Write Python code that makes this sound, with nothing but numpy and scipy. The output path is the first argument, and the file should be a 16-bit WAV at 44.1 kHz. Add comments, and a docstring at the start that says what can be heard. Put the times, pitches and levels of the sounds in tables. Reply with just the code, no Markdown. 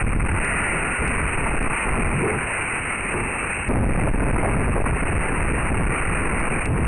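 """A tornado blows through a school corridor, heard by a security camera's small microphone.
It opens on a gust, air and grit rushing along the walls; gaps shriek, then loose panels boom.
After a lull the biggest gust hits at 3.7 s: the building roars and short, dull knocks break through.
Gusts keep coming to the end. Throughout, they drive the input into hard clipping, which chops
the rush into a ragged crackle, and a slow converter lays a thin sizzle on top."""
import sys
import numpy as np
from scipy import signal
from scipy.fft import rfft, irfft
from scipy.io import wavfile
from scipy.ndimage import uniform_filter1d

SR = 44100
rng = np.random.default_rng(int(sys.argv[2]) if len(sys.argv) > 2 else 0)


def generate_wav(sig):
    """Save sig (samples, or channels by samples) to the path in sys.argv[1] as 16-bit PCM at SR."""
    pcm = np.round(np.clip(np.atleast_2d(sig).T, -1, 1) * 32767).astype(np.int16)
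    wavfile.write(sys.argv[1], SR, pcm)


N = 302967
TIME, FREQS = np.arange(N) / SR, np.fft.rfftfreq(N, 1 / SR)

# gusts down the corridor: start/s, length/s, push on the mic/dB, building roar/dB, eddy speed/ratio
GUSTS = [(.005, 0.24, -14, -36.5, 1.27), (0.259, 0.14, -19, -35, 1.12), (.42, .5, -29, -31.5, 1.11),
         (0.978, .3, -25, -27, 1.31), (1.321, .36, -22, -27.5, 0.68), (1.849, .23, -17.5, -22, 1.13),
         (2.098, .25, -31.5, -21.5, 1.53), (3.127, 0.1219, -28.5, -30, 1.08),
         (3.674, 0.699, -12.5, -15, 1.056), (4.392, 0.3047, -18, -18.5, 1.05), (4.72, 0.2029, -15, -23, .9),
         (4.994, .65, -21.5, -26.5, 0.96), (5.68, 0.22, -18, -23, 1.01), (5.98, .62, -24, -28.5, .92),
         (6.66, 0.24, -15.5, -21.5, 1.69)]
# tone of eddies hitting the mic: f/Hz, level/dB
BUFFET_EQ = [(8, -17.5), (22, -3.5), (35, 0.5), (60, -3.5), (110, -12), (200, -20.5), (400, -41.5),
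             (1000, -54), (3000, -68.5)]
# tone of the rushing air: f/Hz, level/dB
RUSH_EQ = [(60, -12.5), (400, -5), (640, -8), (850, -5), (1150, -3.5), (1450, -0.5), (1570, -4), (1750, -3),
           (1980, 0.5), (2300, 1.5), (2530, 0.5), (2800, 1), (5500, -16), (8000, -27.5)]
# fader and tone ride of the rush: t/s, level/dB, tilt in the steady draught/(dB per octave)
RUSH_RIDE = [(0, -20, 0.5), (0.079, -29.5, 1.5), (.45, -21, 1), (0.901, -21.5, 1), (1.4, -23, 1.5),
             (1.8, -20.7, -0.5), (2.05, -21, 1), (2.3, -23.5, -2), (2.95, -24, 1), (3.2, -25.5, -3),
             (3.6, -26, -.5), (3.949, -25.5, 4), (4.42, -23.5, -1), (5.001, -25, 1), (5.35, -22, -0.5),
             (6.63, -23, -1.5), (6.71, -30.5, 0.5), (6.87, -23.5, 3)]
# tone of the roaring building: f/Hz, level/dB
ROAR_EQ = [(40, -19), (90, -0.5), (140, -1.5), (220, -3.5), (330, -9), (440, -9), (560, -18.5),
           (900, -18.5), (1600, -35.5), (3000, -38)]
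# short, dull knocks breaking through the clipped wind: t/s, level/dB, f/Hz, ring time/s
DULL_KNOCKS = [(1.456, -10.5, 1120, 0.052), (3.688, -2, 222, 0.095), (3.752, -2, 810, 0.036),
               (3.941, -1, 800, 0.025), (4.072, -5, 500, 0.057), (4.199, -8.5, 600, 0.022),
               (4.36, -1, 652.8, 0.027), (4.426, -12, 720, 0.25), (4.757, -5.5, 485, 0.21),
               (4.858, -8.5, 950, 0.062), (5.661, -17, 1102, 0.041)]
# loose panels booming in the wind: t/s, level/dB, f/Hz
PANEL_BOOMS = [(.73, -24, 404), (1.009, -22, 142), (2.14, -14.5, 130), (2.233, -13, 403), (3.135, -24, 370),
               (4.552, -12, 167), (6.73, -15, 119)]
# air shrieking through gaps: start/s, end/s, f/Hz, bandwidth/Hz, level/dB
GAP_SHRIEKS = [(0.294, 1.4, 1435, 171, -30.5), (0.315, .85, 1940, 300, -27),
               (0.804, 1.295, 2040, 320, -30.5), (3.155, 3.68, 2635, 203, -32),
               (5.097, 6.699, 1394, 124, -40)]
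# tiny sharp ticks: t/s, level/dB
TICKS = [(.4485, -22.5), (1.081, -23), (1.627, -29.5), (1.826, -38), (1.922, -39.5), (3.687, -27.5),
         (6.402, -29), (6.658, -19)]
# the camera's voice-band filter: f/Hz, level/dB
VOICE_BAND_EQ = [(20, 0), (2550, 0), (2640, -3.5), (2820, -7), (2890, -14.5), (3015, -16), (3060, -25),
                 (3190, -26), (3280, -85)]

# the steady draught under the gusts: push on the mic, building roar, eddy speed ratio
DRAUGHT_PUSH_DB, DRAUGHT_ROAR_DB, DRAUGHT_SPEED = -37, -36.5, 1.2


def wind(attack_s=0.02564, release_s=0.05):
    """Gusts rise, hold and die away over the draught: curves of push/dB, roar/dB and eddy speed."""
    push_power = np.full(N, amp(DRAUGHT_PUSH_DB) ** 2)
    roar_power = np.full(N, amp(DRAUGHT_ROAR_DB) ** 2)
    weighted_speed = push_power * DRAUGHT_SPEED
    for start, length, push_db, roar_db, speed in GUSTS:
        age = TIME - start
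        envelope = np.clip(age / attack_s, 0, 1) * np.exp(-np.clip((age - length) / release_s, 0, 20))
        gust_power = (amp(push_db) * envelope) ** 2
        push_power += gust_power
        weighted_speed += gust_power * speed
        roar_power += (amp(roar_db) * envelope) ** 2
    return 10 * np.log10(push_power), 10 * np.log10(roar_power), weighted_speed / push_power


def buffet(push_db, speed, lumpy_db=2.5):
    """Eddies strike the mic: a deep, lumpy rumble that pitches up with their speed."""
    eddies = noise(amp(eq_db(BUFFET_EQ, FREQS)))
    passing = np.interp(np.cumsum(speed) % N, np.arange(N), eddies)
    return amp(push_db + lumpy_db * flutter(hz=15)) * steadied(passing, size=5000)


def heave(push_db, speed, trim_db=-4, db_per_octave=-8.5):
    """Subsonic pressure swings pin the mic to its rails; slow, large eddies heave the most."""
    swings = noise(1 / (1 + (FREQS / 15) ** 4) * FREQS / (FREQS + 2))
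    return amp(trim_db + push_db + db_per_octave * np.log2(speed)) * steadied(swings, size=16000)


def rush(air_db, tilt, patchy_db=1.25, flicker_db=1.5):
    """Air streams along the walls in drifting patches of colour; tilt is in dB per octave."""
    hz, t, spectra = signal.stft(rng.standard_normal(N), SR, nperseg=1024, noverlap=768)
    octaves = np.log2((hz + 300) / 1800)
    drift = uniform_filter1d(rng.standard_normal(spectra.T.shape), size=12, axis=0)
    patches = unit(uniform_filter1d(drift, size=6, axis=1))
    tilt_db = np.interp(t, TIME, tilt)[:, None] * octaves
    colour = amp(eq_db(RUSH_EQ, hz) + tilt_db + patchy_db * patches)
    colour /= np.linalg.norm(colour, axis=1, keepdims=True)  # the tone moves, the level stays
    _, air = signal.istft(spectra * colour.T, nperseg=1024, noverlap=768)
    return amp(air_db + flicker_db * flutter(hz=60)) * unit(air[:N])


def roar(roar_db, surge_db=2.5):
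    """The corridor and its ceiling boom under the wind: a surging low end."""
    body = steadied(noise(amp(eq_db(ROAR_EQ, FREQS))), size=4000)
    return amp(roar_db + surge_db * flutter(hz=25.4)) * body


def knocks(width_ratio=1.16):
    """Short, dull knocks break through the clipped wind, too broad to carry a note."""
    return sum(amp(db) * burst(start, hz, width_ratio * hz, attack_s=0.002, t60=ring_s)
               for start, db, hz, ring_s in DULL_KNOCKS)


def booms(width_ratio=0.21):
    """Loose panels flex with a low, lingering note."""
    return sum(amp(db) * burst(start, hz, width_ratio * hz, attack_s=0.0035, t60=0.39)
               for start, db, hz in PANEL_BOOMS)


def shrieks():
    """Hoarse whistles swell and fade as air is forced through gaps."""
    out = np.zeros(N)
    for start, end, hz, width_hz, db in GAP_SHRIEKS:
        progress = np.clip((TIME - start) / (end - start), 0, 1)
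        swell = np.sqrt(abs(np.sin(np.pi * progress)))
        out += amp(db) * swell * resonant_noise(hz, width_hz)
    return out


def grit(air_db, trim_db=-10, taps_per_s=100, spread_db=5.5, decay_s=0.00071):
    """Fine grit taps along the corridor, as hard as the air carries it."""
    t, out = np.arange(400) / SR, np.zeros(N)
    for hz in np.geomspace(900, 2900, num=12):
        taps = rng.random(N) < taps_per_s / 12 / SR
        strength = amp(spread_db * np.minimum(rng.exponential(1, N), 3))
        ping = np.sin(2 * np.pi * hz * t) * np.exp(-t / decay_s)
        out += signal.oaconvolve(taps * strength, ping)[:N]
    return amp(air_db + trim_db) * unit(out)


def ticks():
    """A few tiny, bright ticks, each three samples long."""
    out = np.zeros(N)
    for start, db in TICKS:
        out[round(start * SR):][:3] += amp(db) * np.hanning(5)[1:-1]
    return out


def burst(start, hz, width_hz, attack_s, t60):
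    """One burst of resonant noise with a fast attack and a fading tail."""
    age = np.maximum(TIME - start, 0)
    envelope = (1 - np.exp(-age / attack_s)) * np.exp(-np.log(1000) * age / t60)
    return envelope * steadied(resonant_noise(hz, width_hz), size=1200)


def resonant_noise(hz, width_hz):
    """Noise ringing in one resonance."""
    return noise(1 / (1 + ((FREQS - hz) / (0.48 * width_hz)) ** 2))


def flutter(hz):
    """A random modulator of rms one, rolling off above hz."""
    return noise(1 / (1 + (FREQS / hz) ** 4))


def noise(gain):
    """Noise of rms one, shaped by a gain at each frequency."""
    return unit(irfft(rfft(rng.standard_normal(N)) * gain, N))


def steadied(x, size):
    """A leveller: holds the power even over stretches of size samples."""
    power = uniform_filter1d(uniform_filter1d(x ** 2, size), size // 2)
    return x / np.sqrt(abs(power) + 1e-9)


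def minimum_phase(curve, size=4096):
    """The impulse response of an EQ curve, with no pre-ring."""
    gain = amp(eq_db(curve, np.fft.rfftfreq(size, 1 / SR)))
    cepstrum = irfft(np.log(gain), size)
    cepstrum[1:size // 2] *= 2
    cepstrum[size // 2 + 1:] = 0
    return irfft(np.exp(rfft(cepstrum)), size)


def eq_db(curve, hz):
    """An EQ curve's level at hz, its points joined over log frequency."""
    points_hz, db = np.transpose(curve)
    return np.interp(np.log(hz + 1), np.log(points_hz), db)


def amp(db):
    """Decibels to gain."""
    return 10 ** (np.asarray(db) / 20)


def unit(x):
    """Scales to an rms of one."""
    return x / np.sqrt(np.mean(x ** 2) + 1e-20)


def scene(swell_db=0.52, dulling=0.26):
    """The mono mix ahead of the clipper."""
    push_db, roar_db, speed = wind()
    times, levels, tilts = np.transpose(RUSH_RIDE)
    air_db = np.interp(TIME, times, levels) + swell_db * flutter(hz=6.1)
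    # the rush darkens as a gust builds: dulling is dB per octave lost for each dB of push
    tilt = np.interp(TIME, times, tilts) - dulling * (push_db - DRAUGHT_PUSH_DB)
    low_end = heave(push_db, speed) + buffet(push_db, speed) + roar(roar_db) + booms()
    return (low_end + rush(air_db, tilt) + grit(air_db) + shrieks() + knocks())[None]


def record(dry, rail_db=-18.5, hiss_db=-34.5, hold_samples=4, sizzle_db=1.83, high_cut_hz=11100):
    """Hard clipping under a faint, steady hiss, then voice band, sample-and-hold, ticks, high cut."""
    # while a gust pins the input to its rail, the rest of the scene is cut out
    clipped = np.clip(dry[0], -amp(rail_db), amp(rail_db))
    nyquist_hz = SR / hold_samples / 2
    hiss = amp(hiss_db) * noise(FREQS < nyquist_hz)
    narrow = signal.oaconvolve(clipped + hiss, minimum_phase(VOICE_BAND_EQ))[:N]
    # the converter's stair steps mirror the voice band into a sizzle at 8-11 kHz
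    steps = np.repeat(narrow[::hold_samples], hold_samples)[:N]
    sizzling = irfft(rfft(steps) * amp(sizzle_db * (FREQS > nyquist_hz)), N)
    high_cut = signal.firwin(255, high_cut_hz, window=("kaiser", 9), fs=SR)
    return signal.oaconvolve(sizzling + ticks(), high_cut, "same")[None]


dry = scene()
out = record(dry)
generate_wav(out)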